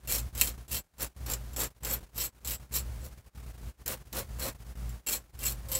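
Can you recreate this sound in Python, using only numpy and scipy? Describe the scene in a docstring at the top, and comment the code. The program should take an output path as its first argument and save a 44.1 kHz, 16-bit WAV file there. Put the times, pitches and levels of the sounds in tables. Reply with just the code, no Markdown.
"""At a table in a room, a small steel file is pushed across a cut wire end held in the fingers,
about three strokes a second. Pressure-shaped tooth clicks and single catches or touches excite its scrape
and rings, a dull knock in the hand and short echoes off the table top; now and then the wire end buzzes.
Resonant low noise makes a rumble that swells and sinks, and filtered noise a faint hiss.
An expander turns everything down whenever the sound as a whole grows quiet."""
import sys
import numpy as np
from scipy import signal
from scipy.io import wavfile
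from scipy.ndimage import uniform_filter1d, minimum_filter1d

SR = 44100
rng = np.random.default_rng(int(sys.argv[2]) if len(sys.argv) > 2 else 0)


def digitize_waveform(pressure):
    """Quantize a signal to 16-bit integers and store it at the path in sys.argv[1].

    Rows of a 2-D input are taken as channels; values are limited to [-1, 1].
    """
    field = np.atleast_2d(pressure).T
    bounded = np.clip(field, -1, 1)
    quanta = np.round(bounded * 32767).astype(np.int16)
    wavfile.write(sys.argv[1], SR, quanta)


def undo_db(level):
    """Turn decibels back into plain size, where 20 dB means ten times bigger."""
    steps = np.asarray(level, float) / 20
    return 10 ** steps


N = 255339

# the file lands on the wire: t/s
LANDING_TIMES = [0.0736, 0.3512, 0.68, 0.9816, 1.2621, 1.563, 1.8331, 2.146, 2.4478, 2.72, 3.0125, 3.861,
                 4.1284, 4.3864, 5.0648, 5.3907, 5.686]
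# the stroke after each landing: length until the hand eases off/s, and relative levels:
# scrape level/dB, landing tick level/dB, knock in the hand level/dB
STROKE_SHAPES = [(0.11, -28.5, -20, -45), (0.14, -35, -15.5, -47.5), (0.096, -33, -22, -50),
                 (0.053, -30, -23.5, -42.5), (0.068, -36.5, -22.5, -42.5), (0.08, -32.5, -15, -39.5),
                 (0.11, -40, -25.5, -41.5), (0.11, -34.5, -30, -49.5), (0.093, -35, -19.5, -50),
                 (0.058, -28, -28, -46), (0.055, -45.5, -39, -63.5), (0.07, -36, -12, -41),
                 (0.068, -35, -17, -39.5), (0.098, -36.5, -29, -41.5), (0.088, -30, -11, -45.5),
                 (0.12, -34, -27.5, -50.5), (0.093, -34, -21, -48.5)]
# single catches and light touches of the file, hard and soft, mostly within the strokes:
# t/s, relative level/dB
SINGLE_CATCHES = [(0.0863, -15.5), (0.095, -8), (0.3681, -35), (0.378, -11), (0.3954, -23), (0.4123, 6),
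                  (0.4325, -5), (0.4449, -7), (0.4728, -11), (0.708, -43), (0.9964, -29), (1.2997, -13),
                  (1.3111, -29), (1.3359, -10.5), (1.5333, -26), (1.849, -15.5), (2.1784, -18.5),
                  (2.1963, -23), (2.4599, -22), (2.4742, -7), (2.5076, -13), (2.739, -15.5), (3.879, -7),
                  (4.3964, -16), (4.8929, -25.5), (5.0713, -9.5), (5.0862, -6.5), (5.4314, -23),
                  (5.4377, -14), (5.448, -39), (5.7165, -20)]
# moments when the hollow of the hand hums and the wire end buzzes:
# t/s, hollow gain/dB, clear tone f/Hz, clear tone level/dB, tone half length/s
HUM_MOMENTS = [(1.04, 8.5, 544, -65, .04), (3.065, 23.5, 520, -58, 0.05), (4.198, 6, 555.5, -45.5, .035),
               (4.472, 9.5, 534, -44, 0.043), (5.775, 0, 523, -44.5, .09)]


def evened(x):
    """Normalisation: scales a signal to unit rms."""
    return x / np.sqrt(np.mean(x ** 2) + 1e-20)


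def unit_energy(taps):
    """Normalisation: scales an impulse response to unit energy."""
    return taps / np.linalg.norm(taps)


def colour(points):
    """Minimum phase: causal taps follow from a magnitude spectrum (f/Hz, level/dB) by Hilbert transform."""
    f, db = np.transpose(points)
    hz = abs(np.fft.fftfreq(8192, 1 / SR))
    log_gain = np.interp(np.log(hz + 1), np.log(f + 1), db) * np.log(10) / 20
    spectrum = np.exp(np.conj(signal.hilbert(log_gain)))
    return np.fft.ifft(spectrum).real[:4096]


def through(x, taps):
    """Linear filtering: convolution with an impulse response, cut to length."""
    return signal.oaconvolve(x, taps)[:N]


def bumps(rows, half_s):
    """Superposition in dB: sums triangles (t/s, level/dB) of the given half widths."""
    t = np.arange(N) / SR
    halves = half_s * np.ones(len(rows))
    return sum(db * np.maximum(1 - abs(t - s) / half, 0) for (s, db), half in zip(rows, halves))


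def rumble():
    """Resonance: noise in a few steep low peaks, each held fairly steady, shares one slow, dipping swell."""
    # peaks of the rumble: f/Hz, width of one filter pass/Hz, relative level/dB
    boom_peaks = [(57.2, 13.44, 6), (84, 110, -12), (120.6, 18.3, -4), (205.9, 28, -16.5)]
    # the slow swell ahead of the dips: t/s, level/dB
    rumble_swell = [(0.0, -44), (0.2, -34.5), (0.55, -39.5), (0.76, -36.5), (1.05, -41.5), (1.212, -37),
                    (1.65, -40), (1.97, -39.5), (2.2, -40.5), (2.6, -40.5), (2.9, -36), (3.2, -43.5),
                    (3.669, -37), (3.9, -43.5), (4.35, -37), (4.62, -42.5), (4.86, -34.5), (5.15, -47),
                    (5.5, -37), (5.74, -40)]
    # the rumble dips briefly: t/s, depth as level/dB, half width/s
    rumble_dips = [(0.307, -9, 0.051), (0.666, -10, 0.057), (0.878, -20, 0.14), (1.129, -12, 0.074),
                   (1.734, -11, 0.068), (1.791, -15, 0.018), (2.002, -4, 0.02), (2.083, -12.5, 0.076),
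                   (2.291, -10.5, 0.088), (2.394, -7, 0.061), (2.581, -6.5, 0.029), (2.688, -7.5, 0.034),
                   (3.151, -5, 0.014), (3.227, -6.5, 0.046), (3.31, -18, 0.035), (3.564, -6, 0.078),
                   (3.748, -10, 0.063), (4.039, -12, 0.034), (4.24, -5.5, 0.047), (4.525, -4, 0.034),
                   (4.746, -6, 0.031), (5.027, -7.5, 0.078), (5.267, -3, 0.036), (5.32, -8, 0.016)]
    boom = 0
    for hz, width, db in boom_peaks:
        peak = signal.iirpeak(hz, hz / width, SR)
        once = signal.lfilter(*peak, rng.standard_normal(N + SR))
        tone = evened(signal.lfilter(*peak, once)[SR:])  # leaves out the first second of build-up
        power = uniform_filter1d(uniform_filter1d(tone ** 2, 600), 600)
        boom = boom + undo_db(db) * tone / np.sqrt(power + 0.06)
    s, db = np.transpose(rumble_swell)
    dips = np.array(rumble_dips)
    level_db = np.interp(np.arange(N) / SR, s, db) + bumps(dips[:, :2], dips[:, 2])
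    return evened(boom) * undo_db(level_db)


def air():
    """Stationary noise: steady room tone and microphone hiss, coloured by a fixed spectrum."""
    # spectrum of room tone and hiss: f/Hz, relative level/dB per Hz
    air_spectrum = [(30, 4), (90, -3.5), (250, -11.5), (600, -13.5), (1500, -18), (3500, -24),
                    (8000, -24.5), (16000, -27)]
    level_db = -49.5
    return undo_db(level_db) * evened(through(rng.standard_normal(N), colour(air_spectrum)))


def strokes():
    """Contact force: pressure builds, sags and lifts; shares of it reach the scrape, two rings and the hand."""
    rise_s, sag_db, ease_db_per_s, lift_s = 0.04, -2.5, -650, 0.051
    light_db, hard_db, hard_share = -17.5, -36, 0.22  # a hard landing starts nearer full pressure
    bounce_s, bounce_db = 0.004, -2.5  # the file bounces back a little just after it lands
    lower_share, upper_share, knock_share = 0.65, 0.9, 0.42  # how far each follows the pressure in dB
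    stick_s, stick_db = 0.012, -7  # the scrape and rings sink just before a catch or touch
    t, out = np.arange(N) / SR, np.zeros((4, N))
    for s, (length, top_db, landing_db, knock_db) in zip(LANDING_TIMES, STROKE_SHAPES):
        first_db = min(light_db + hard_share * (landing_db - hard_db), 0)
        times = [0, bounce_s, min(rise_s, .9 * length), length, length + lift_s]
        levels_db = [first_db, first_db + bounce_db, 0, sag_db, sag_db + ease_db_per_s * lift_s]
        shape_db = np.interp(t - s, times, levels_db)
        paths_db = [top_db + shape_db, top_db + lower_share * shape_db,
                    top_db + upper_share * shape_db, knock_db + knock_share * shape_db]
        out += undo_db(np.array(paths_db)) * (t >= s) * (t < s + length + lift_s)
    stuck = sum(np.clip(1 + (t - s) / stick_s, 0, 1) * (t < s) for s, _ in SINGLE_CATCHES)
    out[:3] *= undo_db(stick_db * stuck)
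    return out


def teeth(per_s, spread_db, chatter_db, chatter_s):
    """Random impulse train: uneven tooth clicks, loud and soft in clumps as the wire chatters."""
    size = undo_db(spread_db * np.minimum(rng.exponential(1, N), 5))
    size = size * (rng.random(N) < per_s / SR)
    chatter = evened(uniform_filter1d(rng.standard_normal(N), max(round(chatter_s * SR), 2)))
    return evened(size * rng.choice([-1., 1.], N) * undo_db(chatter_db * chatter))


def catches():
    """Stick-slip: a landing, catch or touch lets go in a few quick, fading skips, also heard as dry ticks."""
    bite_db = 0.5  # the landing tick stands out over the light first touch
    snags, ticks = np.zeros(N), np.zeros(N)
    skid = undo_db(-60 * np.arange(900) / SR / .045)  # 60 dB down in 45 ms, cut off after 20 ms
    landings = [(s, row[2] + bite_db) for s, row in zip(LANDING_TIMES, STROKE_SHAPES)]
    for s, db in landings + SINGLE_CATCHES:
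        skips = 0.63 * skid * rng.standard_normal(900) * (rng.random(900) < .04)
        skips[0] = 1
        start = round(s * SR)
        part = ticks[start:][:900]
        part += undo_db(db - 12.5) * (skid * skips)[:len(part)]
        part = snags[start:][:900]
        part += undo_db(db - 4.5) * skips[:len(part)]
    return snags, ticks


def ring(drive, table, shift_db, shift_s):
    """Modal decay: unit-energy modes, each driven by an input whose level wanders at random."""
    t, out = np.arange(4096) / SR, np.zeros(N)
    span = max(round(shift_s * SR), 2)
    for hz, width, db in table:
        # the contact slides along, so a mode is struck more or less
        shift = evened(uniform_filter1d(uniform_filter1d(rng.standard_normal(N), span), span))
        mode = np.exp(-np.pi * width * t) * np.cos(2 * np.pi * hz * t)
        out += through(drive * undo_db(db + shift_db * shift), unit_energy(mode))
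    return out


def file_rings(lower_drive, upper_drive):
    """Variable coupling: two rings of the file sound more or less freely as the grip shifts."""
    # the lower ring: f/Hz, width/Hz, relative level/dB
    lower_modes = [(7460, 200, -4), (7720, 230, -4)]
    # the upper ring: f/Hz, width/Hz, relative level/dB
    upper_modes = [(13240, 340, 2), (12960, 200, -3.5)]
    # freedom of the grip: t/s, lower ring relative level/dB, upper ring relative level/dB,
    # lean as level/dB, added to the higher mode of the lower ring and taken from the other
    grip_shifts = [(0.1, -12, -11, 1), (1.0, -9, -11.5, 1), (1.898, -3.5, -4, 1.5), (2.8, -14, -10.5, 12),
                   (3.9, -15, -13, 1.5), (4.45, -14.5, -10, 7.5), (5.1, -10.5, -13.5, 5.5),
                   (5.7, -16.5, -4, 10.5)]
    # moments when the rings of the file stand out or sink: t/s, lower ring gain/dB, upper ring gain/dB
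    singing = [(0.788, 6, 10.5), (1.916, 7, 7.5), (1.946, -7, 12), (5.141, -1, 1), (5.464, 7.5, 4.5),
               (5.753, 14.5, -4)]
    sing_s = 0.033  # half width
    t, grip, sings = np.arange(N) / SR, np.transpose(grip_shifts), np.array(singing)
    lower_db, upper_db = (np.interp(t, grip[0], grip[k]) + bumps(sings[:, [0, k]], sing_s) for k in (1, 2))
    lean = undo_db(np.interp(t, grip[0], grip[3]))
    lower = lower_drive * undo_db(lower_db - 1.5)
    upper = upper_drive * undo_db(upper_db - 1.0)
    sound = np.zeros(N)
    for mode, share in zip(lower_modes, (1 / lean, lean)):
        sound += ring(lower * share, [mode], shift_db=-2.5, shift_s=0.01)
    return sound + ring(upper, upper_modes, shift_db=-1.5, shift_s=0.0093)


def desk(x):
    """Early reflections: echoes off table top and tools smear each click, changing as the file moves."""
    echo_db, start_s, t60_s, dull_hz = 0.5, 0.00098, 0.047, 8840
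    count, turns_per_s = 9, 2.8  # echo patterns, and how often the round of them repeats
    t, out = np.arange(SR // 5) / SR, x.copy()
    turn = np.pi * turns_per_s * np.arange(N) / SR
    for k in range(count):
        tail = rng.standard_normal(len(t)) * (rng.random(len(t)) < .2)
        tail = tail * (t > start_s) * undo_db(-60 * t / t60_s)
        tail = signal.lfilter(*signal.butter(1, dull_hz, fs=SR), tail)
        # each pattern fades in and out; 12870/65536 is the mean of cos^16
        share = np.sqrt(65536 / (12870 * count)) * np.cos(turn + np.pi * k / count) ** 8
        out += through(x * share, undo_db(echo_db) * unit_energy(tail))
    return out / np.sqrt(1 + undo_db(2 * echo_db))


def hand(rub):
    """Cavity resonance: rubbing gives a dull knock in the hand and rings the hollow of the fingers."""
    # spectrum of the knock: f/Hz, relative level/dB per Hz
    knock_spectrum = [(90, -41.5), (200, -1), (330, -5.5), (700, -9), (1100, -8), (1900, -10.5),
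                      (3500, -18)]
    # hollow of the fingers: f/Hz, width/Hz, relative level/dB
    hollow_modes = [(525, 86, 1), (416, 42, -32.5)]
    hum_s = 0.036  # half width
    hollow = undo_db(-10 + bumps(np.array(HUM_MOMENTS)[:, :2], hum_s))
    dull = through(rub, unit_energy(colour(knock_spectrum))) * undo_db(0.85)
    return dull + ring(rub * hollow, hollow_modes, shift_db=0.5, shift_s=0.016)


def filing():
    """Source and filter: clicks under each stroke drive the broad scrape, the file's rings and the hand."""
    # spectrum of the scrape: f/Hz, relative level/dB per Hz
    scrape_spectrum = [(1000, -37), (1700, -10.5), (2640, -7.5), (2980, -6), (6030, -11), (7550, -9.5),
                       (8610, -2.5), (12800, -2), (16000, 5)]
    # modes of the file: f/Hz, width/Hz, relative level/dB
    file_modes = [(2700, 300, -23), (4290, 220, -17), (5650, 320, -17), (8540, 260, -19), (10300, 170, -17),
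                  (12000, 220, -18)]
    press, low, high, knock = strokes()
    scrape = unit_energy(colour(scrape_spectrum))
    clicks = teeth(per_s=5000, spread_db=4.0, chatter_db=2.5, chatter_s=0.0039)
    # the hand feels an even rubbing
    rub = knock * teeth(per_s=8000, spread_db=3.0, chatter_db=0.64, chatter_s=0.0036)
    burrs = press * teeth(per_s=500, spread_db=2.0, chatter_db=1.0, chatter_s=0.0046)
    snags, ticks = catches()
    snags = snags / abs(scrape).max()  # evens out the peak of the scrape filter
    drive = press * clicks + snags
    sound = through(drive, scrape) * undo_db(-1.0)
    sound += ring(drive * undo_db(-4.0), file_modes, shift_db=5.0, shift_s=0.024)
    sound += file_rings(low * clicks + undo_db(3.5) * snags, high * clicks + snags)
    sound = desk(sound)
    bright = signal.butter(2, 6500, "high", fs=SR, output="sos")
    sound += signal.sosfilt(bright, burrs * undo_db(-0.5) + ticks)  # dry, bright single ticks
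    return sound + hand(rub) + tones()


def tones():
    """Periodic vibration: the wire end buzzes evenly, a tone and its octave swelling, fading and sinking."""
    fade_db, octave_db, sink_hz_per_s = -13, -10, -150  # fade_db is reached at the half length
    t, out = np.arange(N) / SR, np.zeros(N)
    for s, _, hz, db, half in HUM_MOMENTS:
        since = t - s
        turn = 2 * np.pi * (hz * since + sink_hz_per_s * since ** 2 / 2 + rng.random())
        swell = undo_db(db + fade_db * (since / half) ** 2)
        out += np.sqrt(2) * swell * (np.sin(turn) + undo_db(octave_db) * np.sin(2 * turn))
    return out


def scene():
    """Superposition: file, rumble and air add at one microphone."""
    return (filing() + rumble() + air())[None]


def band_limit(x):
    """A steep low-pass at the top of the band."""
    return signal.sosfilt(signal.butter(12, 16980, fs=SR, output="sos"), x)


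def record(dry):
    """Downward expansion: gain opens quickly and closes gradually below a soft knee; then band limits."""
    knee_db, floor_db, release_db_per_s, smooth_s = -34.5, -24, 326.0, 0.00023
    power = abs(signal.lfilter(np.ones(40) / 40, 1, dry[0] ** 2))
    level_db = 10 * np.log10(power + 1e-12)
    level_db = -minimum_filter1d(-level_db, size=361, origin=180)  # holds each peak for 8 ms
    fall = np.arange(N) * release_db_per_s / SR
    held_db = np.maximum.accumulate(level_db + fall) - fall
    # far below the knee the gain falls about 2.3 dB for each dB of level
    under_db = -1.5 * 1.61 * np.logaddexp(0, -(held_db - knee_db) / 1.04)
    gain = undo_db(np.maximum(under_db, floor_db))
    keep = np.exp(-1 / (smooth_s * SR))
    opened = dry * signal.lfilter([1 - keep], [1, -keep], gain)
    opened = signal.sosfilt(signal.butter(2, 46, "high", fs=SR, output="sos"), opened)  # bass cut
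    treble_cut = signal.firwin(401, 15800, window=("kaiser", 4), fs=SR)
    mix = signal.oaconvolve(opened, treble_cut[None], "same")
    return band_limit(mix)


dry = scene()
out = record(dry)
digitize_waveform(out)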